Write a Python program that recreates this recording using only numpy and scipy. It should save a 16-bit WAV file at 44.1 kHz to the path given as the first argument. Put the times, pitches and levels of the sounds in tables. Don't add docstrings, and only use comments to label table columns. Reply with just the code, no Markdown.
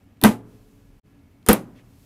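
import sys
import numpy as np
from scipy import signal
from scipy.io import wavfile

SR = 44100
rng = np.random.default_rng(int(sys.argv[2]) if len(sys.argv) > 2 else 0)


def generate_wav(signal):
    frames = np.transpose(np.atleast_2d(signal))
    scaled = np.clip(frames, -1, 1) * 32767
    pcm = np.round(scaled).astype(np.int16)
    wavfile.write(sys.argv[1], SR, pcm)


def how_loud(loudness_db):
    steps = np.asarray(loudness_db, float) / 20
    return 10 ** steps


N = 90405

# start_s, crack_db, bench_db, wash_db
FIRST_BLOW = [
    (0.2376, 3, -9.5, -12.5),
    (0.2466, -30, -7.5, -15),
    (.2950, -36, -24.5, -65),
    (0.31, -52.5, -19, -43),
]
SECOND_BLOW = [
    (1.4870, 2, -10, -8),
    (1.4960, -19, -9, -23.5),
    (1.5302, -3.5, -20.5, -35.5),
    (1.6210, -56, -51, -87),
]
# pitch_hz, level_db, t60_s
BENCH_FIRST = [(115, -22.5, 1.1), (213.5, 1.5, 0.26), (237.7, -7.5, 0.31), (281.3, -1, 0.23),
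               (359, -14.5, 0.12), (454, -11.5, 0.068), (425.3, -34, 1.6), (594, -8, .13),
               (710, -13.5, 0.18), (850, -12.5, 0.27), (950, -14, .11), (1260, -9.5, 0.071),
               (1564, -7, 0.067), (2000, -13, .12)]
BENCH_SECOND = [(118.6, -29.5, 1), (140, -25, 0.31), (190, -10, 0.12), (210.9, 4.5, 0.1), (274, -10, 0.16),
                (292.6, -36.5, 0.087), (409, -23.5, 0.21), (483, 0.5, 0.13), (586, -13, 0.095),
                (791, -14.5, 0.14), (1014.3, -14.5, 0.1), (1265, -8, 0.06), (1517, -40, .12),
                (1790, -11.5, .12)]
# pitch_hz, level_db, t60_s
STEEL_MODES = [(3240, -16, .015), (3500, -14, .012), (4500, -16, .01), (8700, -8, .008), (9410, -22, .06),
               (10690, -18, .04), (12000, -8, .008), (12770, -11, .035)]
# pitch_hz, density_db (per Hz)
WASH_COLOUR = [(90, -33), (200, -5.5), (400, -4.5), (1200, -12), (2500, -19.5), (5000, -28.5),
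               (12500, -26.5), (16000, -43)]
# pitch_hz, t60_s
WASH_T60 = [(100, 0.3), (300, 0.2), (1000, 0.16), (3000, 0.16), (9000, 0.16), (15000, 0.16)]
# pitch_hz, level_db
LINGER = [(60, -37), (115, -18.5), (200, -18.5), (300, -26.5), (500, -36), (1200, -37.5), (3000, -48)]
# lead_s, highs_db, lows_db
EARLY_COPIES = [
    (1024 / SR, -22.5, -49),
    (900 / SR, -39.5, -52.5),
    (512 / SR, -32.5, -40),
]
# start_s, length_s, level_db, pitch_hz
SWELLS = [
    (.226, 0.011, -14.5, 290),
    (1.477, 0.018, -22.5, 190),
    (1.47, 0.015, -38.5, 3100),
]
# start_s, pitch_hz, level_db, t60_s
THUMPS = [
    (0.242, 45.8, -20.5, 0.11),
    (1.4896, 53.65, -8, .07),
]
# start_s, length_s, gain_db
SETTLE = [
    (0.288, .025, -8.5),
    (1.54, 0.047, -7.5),
]
# start_s, length_s, level_db, pitch_hz
SCUFFS = [
    (0.169, 0.0071, -70, 2480),
    (.52, 0.067, -77, 3000),
    (0.713, 0.0029, -68, 5000),
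    (1.19, 0.0095, -72.5, 3100),
    (1.426, 0.0063, -65, 3130),
    (1.741, 0.084, -61.5, 2130),
]
TICK_STARTS = [.04, 1.11]
# pitch_hz, density_db (per Hz)
HUM_COLOUR = [(25, -10), (45, -0.5), (72, -19.5), (140, -12.5), (200, -2.5), (275, -10), (430, -17.5),
              (2500, -34.5)]
# pitch_hz, level_db (rms)
HUM_LINES = [(274.5, -67.5), (1373, -86), (1685, -85), (2213, -85), (2600, -86.5)]
# pitch_hz, density_db (per Hz)
HISS_COLOUR = [(2000, -6.5), (4000, -2.5), (7000, -4), (9500, -6), (10500, -9), (12000, -1), (16000, -9)]
# time_s, level_db
HISS_LEVEL = [(0, -75.5), (.2, -77), (.42, -78.5), (.5, -68), (.75, -70), (.95, -73.5), (1.1, -75.5),
              (1.45, -75.5), (1.68, -73), (1.8, -72.5), (2.05, -64)]
# pitch_hz, width_hz, level_db (rms)
DRONES = [(97, 41, -57.5), (280.6, 12, -64)]
# time_s, level_db
RUMBLE_LEVEL = [(0, -64), (.7, -63), (.98, -52), (1.1, -75), (1.5, -75), (2.05, -77.5)]

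GAP_START_S, GAP_END_S = 1, 1.031


def rms_one(x):
    return x / np.sqrt(np.mean(x ** 2) + 1e-20)


def at_hz(points, hz):
    table_hz, value = np.transpose(points)
    return np.interp(np.log(hz), np.log(table_hz), value)


def butter(x, hz, kind, order=2):
    return signal.sosfilt(signal.butter(order, hz, kind, fs=SR, output="sos"), x)


def drift(rate):
    r = np.exp(-80 * np.pi * rate / SR)
    white = rng.standard_normal(N // 40 + 2002)
    slow = signal.lfilter([1], [1, -2 * r, r * r], white)[2000:]
    return np.interp(np.arange(N) / 40, np.arange(len(slow)), rms_one(slow))


def clicks(s, db):
    out = np.full(N, 1e-18)
    out[(np.asarray(s) * SR).astype(int)] = how_loud(np.asarray(db, float))
    return out


def ring(x, modes):
    out = 0
    for k, (hz, db, t60) in enumerate(modes):
        r = how_loud(-60 / (max(t60, .005) * SR))
        w = 2 * np.pi * hz / SR
        mode = signal.lfilter([0, np.sin(w)], [1, -2 * r * np.cos(w), r * r], x)
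        out = out + (-1) ** k * how_loud(db) * mode
    return out


def fade(x, t60):
    return signal.lfilter([1], [1, -how_loud(-60 / (t60 * SR))], x)


def bands(spectrum):
    edges = 25 * 2 ** np.arange(0, 9.5, 1 / 3)
    white = rng.standard_normal((2, N))
    out = []
    for k, (low, high) in enumerate(zip(edges, edges[1:])):
        centre = np.sqrt(low * high)
        out.append((centre, how_loud(at_hz(spectrum, centre)) * butter(white[k % 2], [low, high], "band")))
    return out


def workshop():
    t = np.arange(N) / SR
    hum_db, steady_db = -58, -77.5
    hum = how_loud(hum_db) * rms_one(sum(band * how_loud(drift(17)) for hz, band in bands(HUM_COLOUR) if hz < 3500))
    tones = 0
    for k, (hz, db) in enumerate(HUM_LINES):
        tones = tones + how_loud(db + 2.5 + 2.0 * drift(3)) * np.sin(2 * np.pi * hz * t + k)
    hiss = rms_one(sum(band for hz, band in bands(HISS_COLOUR) if hz > 2000))
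    hiss = hiss * how_loud(np.interp(t, *np.transpose(HISS_LEVEL)))
    steady = how_loud(steady_db) * rms_one(butter(rng.standard_normal(N), [1500, 3000], "band", order=1))
    return hum + tones + steady + hiss


def drones():
    white = rng.standard_normal(N)
    rumble_db = np.interp(np.arange(N) / SR, *np.transpose(RUMBLE_LEVEL))
    out = rms_one(butter(white, [30, 58], "band")) * how_loud(rumble_db)
    for hz, width, db in DRONES:
        out = out + how_loud(db) * rms_one(butter(white, [hz - width / 2, hz + width / 2], "band"))
    return out


def ticks():
    gap_s, level_db = .1022, -63
    before = np.arange(TICK_STARTS[0], GAP_START_S, gap_s)
    after = np.arange(TICK_STARTS[1], N / SR, gap_s)
    s = np.concatenate([before, after])
    envelope = fade(clicks(s, level_db + 0 * s), .01)
    return butter(rng.standard_normal(N) * envelope, 11500, "high", order=4)


def scuffs():
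    t, out = np.arange(N) / SR, 0
    grit = rng.standard_normal(N) * how_loud(1.726 * drift(150))
    for s, length, db, hz in SCUFFS:
        puff = np.sin(np.pi * np.clip((t - s) / length, 0, 1))
        out = out + how_loud(db) * puff * rms_one(butter(grit, [hz * 0.82, hz * 1.26], "band", order=1))
    return out


def swells():
    t, out = np.arange(N) / SR, 0
    for s, length, db, hz in SWELLS:
        ramp = (t - s) / length * ((t > s) & (t < s + length))
        out = out + how_loud(db) * ramp * np.sin(2 * np.pi * hz * (t - s))
    return out


def thumps():
    return sum(butter(ring(clicks([s], [0]), [(hz, db, t60)]), 150, "low") for s, hz, db, t60 in THUMPS)


def settle():
    gate_after_s, gate_db_per_s = 0.15, -120
    t = np.arange(N) / SR
    first = t < GAP_END_S
    bench_db = np.where(first, *[db * np.clip((t - s) / length, 0, 1) for s, length, db in SETTLE])
    since = t - np.where(first, FIRST_BLOW[0][0], SECOND_BLOW[0][0])
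    return how_loud(bench_db), how_loud(gate_db_per_s * np.maximum(since - gate_after_s, 0))


def crack_burst(s, crack_db):
    crack_s = 0.0011
    return rng.standard_normal(N) * fade(clicks(s, crack_db), 6.9 * crack_s)


def crack_sound(burst):
    bright = butter(burst, [7500, 14000], "band")
    full = butter(burst, [1560, 14000], "band")
    return .5 * (bright + how_loud(-0.5) * full)


def bench_ring():
    out = 0
    for blow, modes in ((FIRST_BLOW, BENCH_FIRST), (SECOND_BLOW, BENCH_SECOND)):
        s, _, bench_db, _ = np.transpose(blow)
        push = butter(clicks(s, bench_db), 1500, "low", order=1)
        out = out + ring(push, modes)
    return out


def room_wash(s, wash_db, gated):
    rise_s, linger_t60_s = 0.0013, 0.97
    parts, start = bands(WASH_COLOUR), clicks(s, wash_db)
    rise, late = fade(start, 2.3 * rise_s), fade(start, linger_t60_s)
    wash = 0
    for hz, band in parts:
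        early = (fade(start, at_hz(WASH_T60, hz)) - rise) * gated
        wash = wash + band * (early + how_loud(at_hz(LINGER, hz)) * late)
    return wash / np.std(sum(band for _, band in parts))


def blows():
    s, crack_db, _, wash_db = np.transpose(FIRST_BLOW + SECOND_BLOW)
    burst = crack_burst(s, crack_db)
    crack = crack_sound(burst)
    steel = how_loud(-17) * ring(burst, STEEL_MODES)
    damped, gated = settle()
    bench = bench_ring() * damped
    wash = room_wash(s, wash_db, gated)
    highs = crack + 0.37 * steel + .6 * wash
    lows = butter(bench, [150, 230], "band")
    ahead = 0
    for lead, high_db, low_db in EARLY_COPIES:
        ahead = ahead + np.roll(how_loud(high_db) * highs + how_loud(low_db) * lows, -int(round(lead * SR)))
    return crack + steel + bench + wash + ahead


def scene():
    impacts = blows() + swells() + thumps()
    return (impacts + scuffs() + ticks() + workshop() + drones())[None]


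def low_pass(x):
    return signal.sosfilt(signal.butter(12, 16940, fs=SR, output="sos"), x)


def record(dry):
    peak, gap_db, fade_out_s, fade_in_s = .86, -44, 0.0053, 0.034
    t = np.arange(N) / SR
    closing = np.clip((GAP_START_S - t) / fade_out_s, 0, 1)
    opening = np.clip((t - GAP_END_S) / fade_in_s, 0, 1)
    gate = np.maximum(np.where(t < GAP_END_S, closing, opening), how_loud(gap_db))
    rounded = dry / (1 + (dry / peak) ** 4) ** .25
    treble_limit = signal.cheby2(14, 90, 16900, fs=SR, output="sos")
    mix = signal.sosfilt(treble_limit, rounded * gate)
    return low_pass(mix)


dry = scene()
out = record(dry)
generate_wav(out)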